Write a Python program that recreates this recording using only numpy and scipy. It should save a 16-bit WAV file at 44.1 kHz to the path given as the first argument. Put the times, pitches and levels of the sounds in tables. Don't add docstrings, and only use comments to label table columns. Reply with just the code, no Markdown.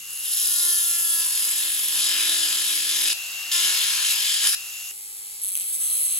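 import sys
import numpy as np
from scipy import signal
from scipy.fft import rfft, irfft, next_fast_len
from scipy.io import wavfile
from scipy.ndimage import uniform_filter1d

SR = 44100
rng = np.random.default_rng(int(sys.argv[2]) if len(sys.argv) > 2 else 0)


def attenuation_scalar(level_db):
    decades = np.asarray(level_db, float) / 20
    return 10 ** decades


def int16_out(signal):
    q = np.round(np.clip(np.atleast_2d(signal).T, -1, 1) * 32767)
    wavfile.write(sys.argv[1], SR, q.astype(np.int16))


N = 272963
SIZE = next_fast_len(N, True)
T, HZ = np.arange(N) / SR, np.fft.rfftfreq(SIZE, 1 / SR)
MOVE_S = 4.913


def bites(swing=0.1, uneven_db=1.0, duty=0.39, between=0.92, grit_db=1.5, rumble=0.38, count=3):
    chatter_hz, chatter_turns = 43.5, 0.105
    depth = chatter() * np.where(T < MOVE_S, 1, 0.3)
    whirl = 2 * np.pi * chatter_hz * T
    angle = turns() + chatter_turns * depth * np.sin(whirl + 1.182)
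    press = 1 + swing * depth * np.cos(whirl)
    luck = attenuation_scalar(uneven_db * np.clip(rng.standard_normal(3000), -2, 2))[angle.astype(int)]

    spread = np.minimum(np.arange(36) / 12, 1)
    teeth = np.cumsum(rng.uniform(-1, 1, 36) * spread)
    clicks = sum(np.cos(2 * np.pi * k * angle + teeth[k]) for k in range(1, 36))
    clicks *= press * uniform_filter1d(luck, size=120) ** 0.17

    chips = np.minimum(rng.exponential(1, N // 24 + 1), count)
    grit = attenuation_scalar(grit_db * chips).repeat(24)[:N]
    puffs = (between + np.exp(-(angle % 1) / duty)) * press * luck * grit * rng.standard_normal(N)

    shake = evened(press * (np.sin(2 * np.pi * angle) + 0.68 * np.sin(4 * np.pi * angle)))
    return clicks, puffs, shake + rumble * evened(shaped(puffs, band(85, 660)))


def cut(rows, setup, sources, gain, treble_clean=0.63, loosen=0.084, edge=0.0022):
    clicks, puffs, shake = sources
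    scrape_db, depth_db, push_db = columns(rows, T)
    knock_db, shake_db = setup
    ring_db = scrape_db + depth_db

    roughened = spell(4.43, 4.56)
    seated_drag, full_drag = 14, 38
    seated = np.clip(drag() / seated_drag, 0.4, 1)
    clean = (0.78 - 0.25 * chatter()) * seated * (1 - roughened)
    firm = 0.98 - loosen * chatter() - 0.85 * roughened

    out = attenuation_scalar(ring_db + shake_db + 0.81 * push_db) * (0.6 + (drag() / full_drag) ** 1.27) * shake
    scrape = scrape_db, band(4880, 27000), treble_clean * clean
    ring = ring_db, band(2150, 6130), clean
    knock = ring_db + knock_db + push_db, band(550, 1820), firm
    for db, edges, share in (scrape, ring, knock):
        c = np.clip(share, 0, 1)
        sharp, rough = (evened(shaped(x, gain * edges)) for x in (clicks, puffs))
        out += attenuation_scalar(db) * (c * sharp + np.sqrt(1 - c ** 2) * rough)
    touch = np.clip(np.minimum(T - rows[0][0], rows[-1][0] + edge - T) / edge, 0, 1)
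    return out * touch


# [t/s, level/dB]
LANDINGS = [(5.4172, -18), (5.4407, -14), (5.4473, -16), (5.4572, -14), (5.4667, -14), (5.4783, -18),
            (5.4873, -15), (5.4972, -21), (5.5186, -16), (5.5298, -19), (5.5393, -16), (5.5468, -16),
            (5.5539, -8), (5.5678, -15), (5.5749, -12.5), (5.5868, -15), (5.599, -14)]


def skips():
    graze_every_s, last_graze_s = 0.0052, 5.626
    graze_db, graze_spread_db = -18.5, 2.5
    marks = [s for s, db in LANDINGS] + [last_graze_s]
    grazes = []
    for a, b in zip(marks, marks[1:]):
        gaps = max(round((b - a) / graze_every_s), 1)
        grazes.extend(np.linspace(a, b, gaps + 1)[1:-1])
    levels = graze_db + graze_spread_db * (2 * rng.random(len(grazes)) - 1)
    return LANDINGS + list(zip(grazes, levels))


# [f/Hz, level/dB per Hz]
STONE_SPECTRUM = [(200, -43), (600, -42), (1500, -33.5), (2600, -14), (4200, -17.5), (5400, -25),
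                  (6200, -21), (7500, -8), (8200, 11.5), (9300, 7), (10000, 10.5), (11300, 6), (13000, 1.5),
                  (15600, -4)]
# [f/Hz, width/Hz, level/dB over the broad sound]
CLAW_MODES = [(1235, 26, -6), (3250, 120, -1), (4120, 110, 3), (6220, 60, 19.5), (7950, 280, -3.5),
              (11140, 120, 8), (13900, 230, -2)]


def hops(boost_db=2.5, tilt=0.7):
    skip_s = 0.0007
    rows, t = np.array(skips()), np.arange(-100, 100) / SR
    at = np.round(rows[:, :1] * SR).astype(int) + np.arange(-100, 100)
    scratch = rng.standard_normal(at.shape) * np.exp(-(t / skip_s) ** 2)
    gain = body(STONE_SPECTRUM, CLAW_MODES) * (8000 / (HZ + 500)) ** tilt
    strikes = np.zeros(N)
    strikes[at] = scratch
    peak = abs(shaped(strikes, gain)[at[:, 60:140]]).max(axis=1)
    strikes[at] = scratch * (attenuation_scalar(rows[:, 1] + boost_db) / peak)[:, None]
    return shaped(strikes, gain)


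def wandering(x, patchy_db=2.2):
    z = signal.stft(x, nperseg=256, noverlap=192)[2]
    patches = rng.standard_normal((z.shape[1] // 32 + 2, 129)).T
    patches = uniform_filter1d(patches, size=2, axis=0)
    patches = evened(uniform_filter1d(patches, size=2, axis=1))
    patches = uniform_filter1d(patches.repeat(32, axis=1), size=32, axis=1)[:, :z.shape[1]]
    return signal.istft(z * attenuation_scalar(patchy_db * patches), nperseg=256, noverlap=192)[1][:N]


# [start t/s, end t/s, build-up t/s]
CHATTER_SPELLS = [
    (1.22, 3.14, .05),
    (3.5, 4.42, .2),
]


def chatter():
    return np.maximum(sum(spell(*row) for row in CHATTER_SPELLS), np.where(T < MOVE_S, 0.04, 1))


# [t/s, drag/turns per s]
CONTACT_DRAG = [
    [(.3, 0), (.45, 10), (.75, 25), (1.05, 29), (1.65, 36), (3.125, 38)],
    [(3.51, 12), (3.6, 20), (3.8, 33), (4, 43), (4.2, 38), (4.3, 33), (4.55, 34)],
    [(5.4, 2), (5.7, 16), (5.9, 33), (6, 46), (6.1, 36), (6.19, 27)],
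]


def drag():
    return sum(np.interp(T, *np.transpose(rows), left=0, right=0) for rows in CONTACT_DRAG)


# [no-load/turns per s, first moment/turns per s]
SHAFT_SPEEDS = [
    (361.5, 356.5),
    (426.5, 420),
]


def turns():
    keep = np.exp(-1 / (0.35 * SR))
    loads = np.split(drag(), [round(MOVE_S * SR)])
    speed = []
    for (free, first), load in zip(SHAFT_SPEEDS, loads):
        speed.append(signal.lfilter([1 - keep], [1, -keep], free - load, zi=[keep * first])[0])
    return np.cumsum(np.concatenate(speed)) / SR


# [t/s, nearness as fan level/dB, air outlet toward the microphone level/dB]
TOOL_HOLD = [(0, -42.5, 5.5), (.25, -37, 2.5), (1.3, -31, -4), (3.14, -33, 0.5), (3.5, -31, -2.5),
             (4.56, -36.5, 2.5), (4.72, -36.5, 2.5), (4.912, -39, 7), (4.913, -40.5, 4.5), (6.19, -34, 1.3)]
# [f/Hz, level/dB per Hz]
NEAR_FAN = [(100, -15.5), (300, -14), (600, -9.5), (1200, -1.5), (2200, 2), (3500, 6.5), (5000, 6),
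            (7300, 8.5), (9000, 5.5), (12000, 9.5), (13200, 4), (14200, -6), (15600, -2.5)]
FAR_FAN = [(100, -28), (300, -28.5), (600, -28.5), (1200, -20), (2200, -9), (3500, -11), (4500, -8),
           (6500, -10.5), (8200, -1), (11500, -3), (13000, -7), (14500, -12), (15600, -17)]
# [start t/s, end t/s, level/dB]
LIFT_OFFS = [
    (3.12, 3.51, -65),
    (4.56, 5.413, -70.5),
    (5.6, 5.813, -72.5),
]
# [start t/s, end t/s, build-up t/s]
FAN_HUSH = [
    (.4, 3.135, .15),
    (3.513, 4.55, .01),
]


def motor(casing_hz=2770, casing_width=260, pulse=2.7):
    mains_hz = 99.9
    damped_db, hush_db = -88, -6
    near_db, outlet_db = columns(TOOL_HOLD, T)
    loaded = spell(0.22, 3.135, 0.25)
    whine_db = near_db + np.where(T < MOVE_S, -4, -27) - 9 * loaded
    fan_db = near_db - 3 * loaded
    tone_db = damped_db + sum((db - damped_db) * spell(start, end) for start, end, db in LIFT_OFFS)

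    current = np.exp(pulse * np.cos(2 * np.pi * mains_hz * T + 2.1))
    bars = current * np.sin(2 * np.pi * 8 * turns())
    whine = shaped(bars, 1 / (1 + 2j * (HZ - casing_hz) / casing_width) ** 2)
    whine /= np.sqrt(uniform_filter1d(whine ** 2, size=4410) + 1e-12)

    air = rng.standard_normal(N) * (1 + 0.2 * np.cos(2 * np.pi * mains_hz * T + 3.6))
    fan = np.where(T < MOVE_S, evened(shaped(air, body(NEAR_FAN))), evened(shaped(air, body(FAR_FAN))))
    fan += (attenuation_scalar(outlet_db) - 1) * shaped(fan, band(6400, 20000))
    hush = sum(spell(*row) for row in FAN_HUSH)
    fan += (attenuation_scalar(hush_db * hush) - 1) * shaped(fan, band(250, 2500))

    once = np.where(T < MOVE_S, 0.4, 0.82) * np.sin(2 * np.pi * turns())
    tones = once + 1.2 * np.sin(4 * np.pi * turns())
    return attenuation_scalar(whine_db) * whine + attenuation_scalar(fan_db) * fan + attenuation_scalar(tone_db) * np.sqrt(2) * tones


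def ports(x, rows):
    turn_hz, scatter_s = 4290, 0.03
    lead, alike, balance_db = columns(rows, HZ)
    lead = lead + 2 * np.pi * np.maximum(HZ - rows[-1][0], 0) / turn_hz
    alike = np.clip(alike, 0, 1)
    tail = rng.standard_normal(6000) * np.exp(-np.arange(6000) / SR / scatter_s)
    scattered = rfft(tail / np.linalg.norm(tail), SIZE)
    half, mixed = np.exp(.5j * lead) / attenuation_scalar(balance_db / 2), np.arccos(alike) / 2
    left = (np.cos(mixed) + np.sin(mixed) * scattered) / half
    right = (np.cos(mixed) - np.sin(mixed) * scattered) * half
    return shaped(x, np.array([left, right]))


# [f/Hz, level/dB per Hz]
RUMBLE_SPECTRUM = [(12, -71), (20, -53), (49, -29), (87, -5), (128, 0.5), (385, -8), (400, -0.5), (520, -2),
                   (880, -120)]


def shop():
    rumble = evened(shaped(rng.standard_normal(N), body(RUMBLE_SPECTRUM) * band(45, 450)))
    hum = np.sqrt(2) * np.sin(2 * np.pi * 60 * T)
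    return attenuation_scalar(-72 - 3.7 * (T > MOVE_S)) * hum + attenuation_scalar(-77 + 10 - 2.1 * T) * rumble


def evened(x):
    return x / np.sqrt(np.mean(x ** 2) + 1e-20)


def columns(rows, at):
    first, *rest = np.transpose(rows)
    return [np.interp(at, first, c) for c in rest]


def shaped(x, gain):
    return irfft(rfft(x, SIZE) * gain, SIZE)[..., :N]


def body(points, modes=()):
    f, db = np.transpose(points)
    rings = sum(attenuation_scalar(d) / (1 + 2j * (HZ - hz) / width) for hz, width, d in modes)
    return attenuation_scalar(np.interp(np.log(HZ + 1), np.log(f), db)) * (1 + rings)


def band(lo_hz, hi_hz):
    return 1 / np.sqrt((1 + (lo_hz / (HZ + 1)) ** 12) * (1 + (HZ / hi_hz) ** 12))


def spell(start, end, rise=0.0072):
    return np.clip(np.minimum((T - start) / rise, (end - T) / .004), 0, 1)


# [t/s, pressure as scrape level/dB, depth as ring over scrape level/dB,
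# push toward the vice level/dB]
SKIM_CONTROL = [(.06, -56, -22, 7), (.1, -36.5, -28, 12), (.22, -34, -12, -7), (.255, -29, -9.5, -9),
                (.4, -22.5, -9.5, -9), (.65, -21.5, -9, -2.5), (1.04, -22, -15.5, 0.5), (1.2, -23, -10, -3),
                (1.25, -25, -8.5, -9)]
LONG_CONTROL = [(1.248, -23.5, -15.5, 5.5), (1.42, -24, -8, -1.3), (1.9, -25.5, -7.5, -3),
                (1.94, -24, -5, -2.7), (2.06, -26.5, 1.4, -5), (2.3, -27, 1.5, -2.5),
                (2.85, -27.5, -0.1, -6), (3.08, -26, 1, -3.5), (3.132, -29.5, 4.3, -5.5)]
SHORT_CONTROL = [(3.514, -27, 5, -7), (3.56, -25, 1.7, 4.5), (4.015, -30.5, 4.5, -0.5),
                 (4.11, -25.5, 3.3, -6.5), (4.15, -28, 1.5, 1), (4.41, -30.5, 5, -3),
                 (4.457, -22, -0.5, 5.5), (4.5, -23.5, -3.5, -2), (4.549, -26, -2.5, 4.5)]
STONE_CONTROL = [(5.6, -38, 4, -9), (5.642, -30.5, -11, -10), (5.712, -28.5, -14, -18),
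                 (5.746, -23, -14, -12), (5.78, -29, -35, -4), (5.808, -26, -9.5, -8),
                 (6.054, -22.5, -15.5, -6), (6.09, -26.5, -8, -13), (6.19, -25, -10, -8)]
# [vice knock over ring level/dB, handle shake over ring at half drag level/dB]
PASS_SETUP = [
    (-10.5, -22.5),
    (-14, -26.5),
    (-18, -36),
    (-10, -36),
]
# [f/Hz, level/dB per Hz]
SKIM_SPECTRUM = [(200, -27), (600, -43), (1200, -11.5), (2300, -15), (3400, -8), (5000, -7.5), (6300, -5.5),
                 (7500, 0.5), (9500, 6), (10200, 5), (11000, 8.5), (12500, 4.5), (13500, -2), (15600, -9)]
BURR_SPECTRUM = [(200, -58), (600, -20), (1200, -8.5), (2200, -7), (3400, -3.5), (4300, -4), (5100, -3.5),
                 (6200, -3.5), (8500, 8), (9500, 8.5), (10200, 10.5), (11500, 10.5), (13300, 5),
                 (15600, -7.5)]
# [f/Hz, width/Hz, level/dB over the broad sound]
HEAD_MODES = [(1000, 210, -0.5), (1390, 104, -4.5), (1690, 70, 10), (3006, 88, 1.5), (3115, 53, 4),
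              (3443, 180, 2), (3840, 130, -1.5), (5060, 190, -5), (7650, 160, -23), (9500, 85, 8),
              (10890, 100, 2)]
# [f/Hz, right leads/rad, likeness/0-1, left over right level/dB]
BURR_PORTS = [(0, 0, 1, 0), (100, -.3, 1, 0), (180, -1, 1, 0), (330, -1.6, 1, 0), (750, -1.3, .95, 0),
              (1200, -.8, .8, .5), (2200, -1.2, .55, 3), (3200, -.6, .7, 4.5), (4600, -1.1, .55, 4.5),
              (6000, -1.1, .6, 3), (6870, 0, .985, 0)]
STONE_PORTS = [(0, 0, 1, 0), (1150, 0, 1, 0), (1500, -2.8, .75, 1), (1850, -3.4, .55, 2),
               (2500, -3.8, .5, 3.5), (3500, -6.1, .9, 2), (4200, -6.3, .85, 2), (4700, -8.4, .5, 2),
               (5850, -9.5, .45, 1), (6150, -7.2, .8, 0), (6870, -6.283, .985, 0)]


def scene():
    sources = bites()
    burr = body(BURR_SPECTRUM, HEAD_MODES)
    passes = SKIM_CONTROL, LONG_CONTROL, SHORT_CONTROL, STONE_CONTROL
    bodies = body(SKIM_SPECTRUM, HEAD_MODES), burr, burr, body(STONE_SPECTRUM, CLAW_MODES)
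    contacts = zip(passes, PASS_SETUP, bodies)
    steel = wandering(sum(cut(rows, setup, sources, gain) for rows, setup, gain in contacts))
    tool = motor() + steel + hops()
    return np.where(T < MOVE_S, ports(tool, BURR_PORTS), ports(tool, STONE_PORTS)) + shop()


def top_cut(x):
    return signal.sosfilt(signal.butter(12, 17040, fs=SR, output="sos"), x)


def record(dry):
    limited = shaped(dry, HZ < 15900)
    return top_cut(limited)


dry = scene()
out = record(dry)
int16_out(out)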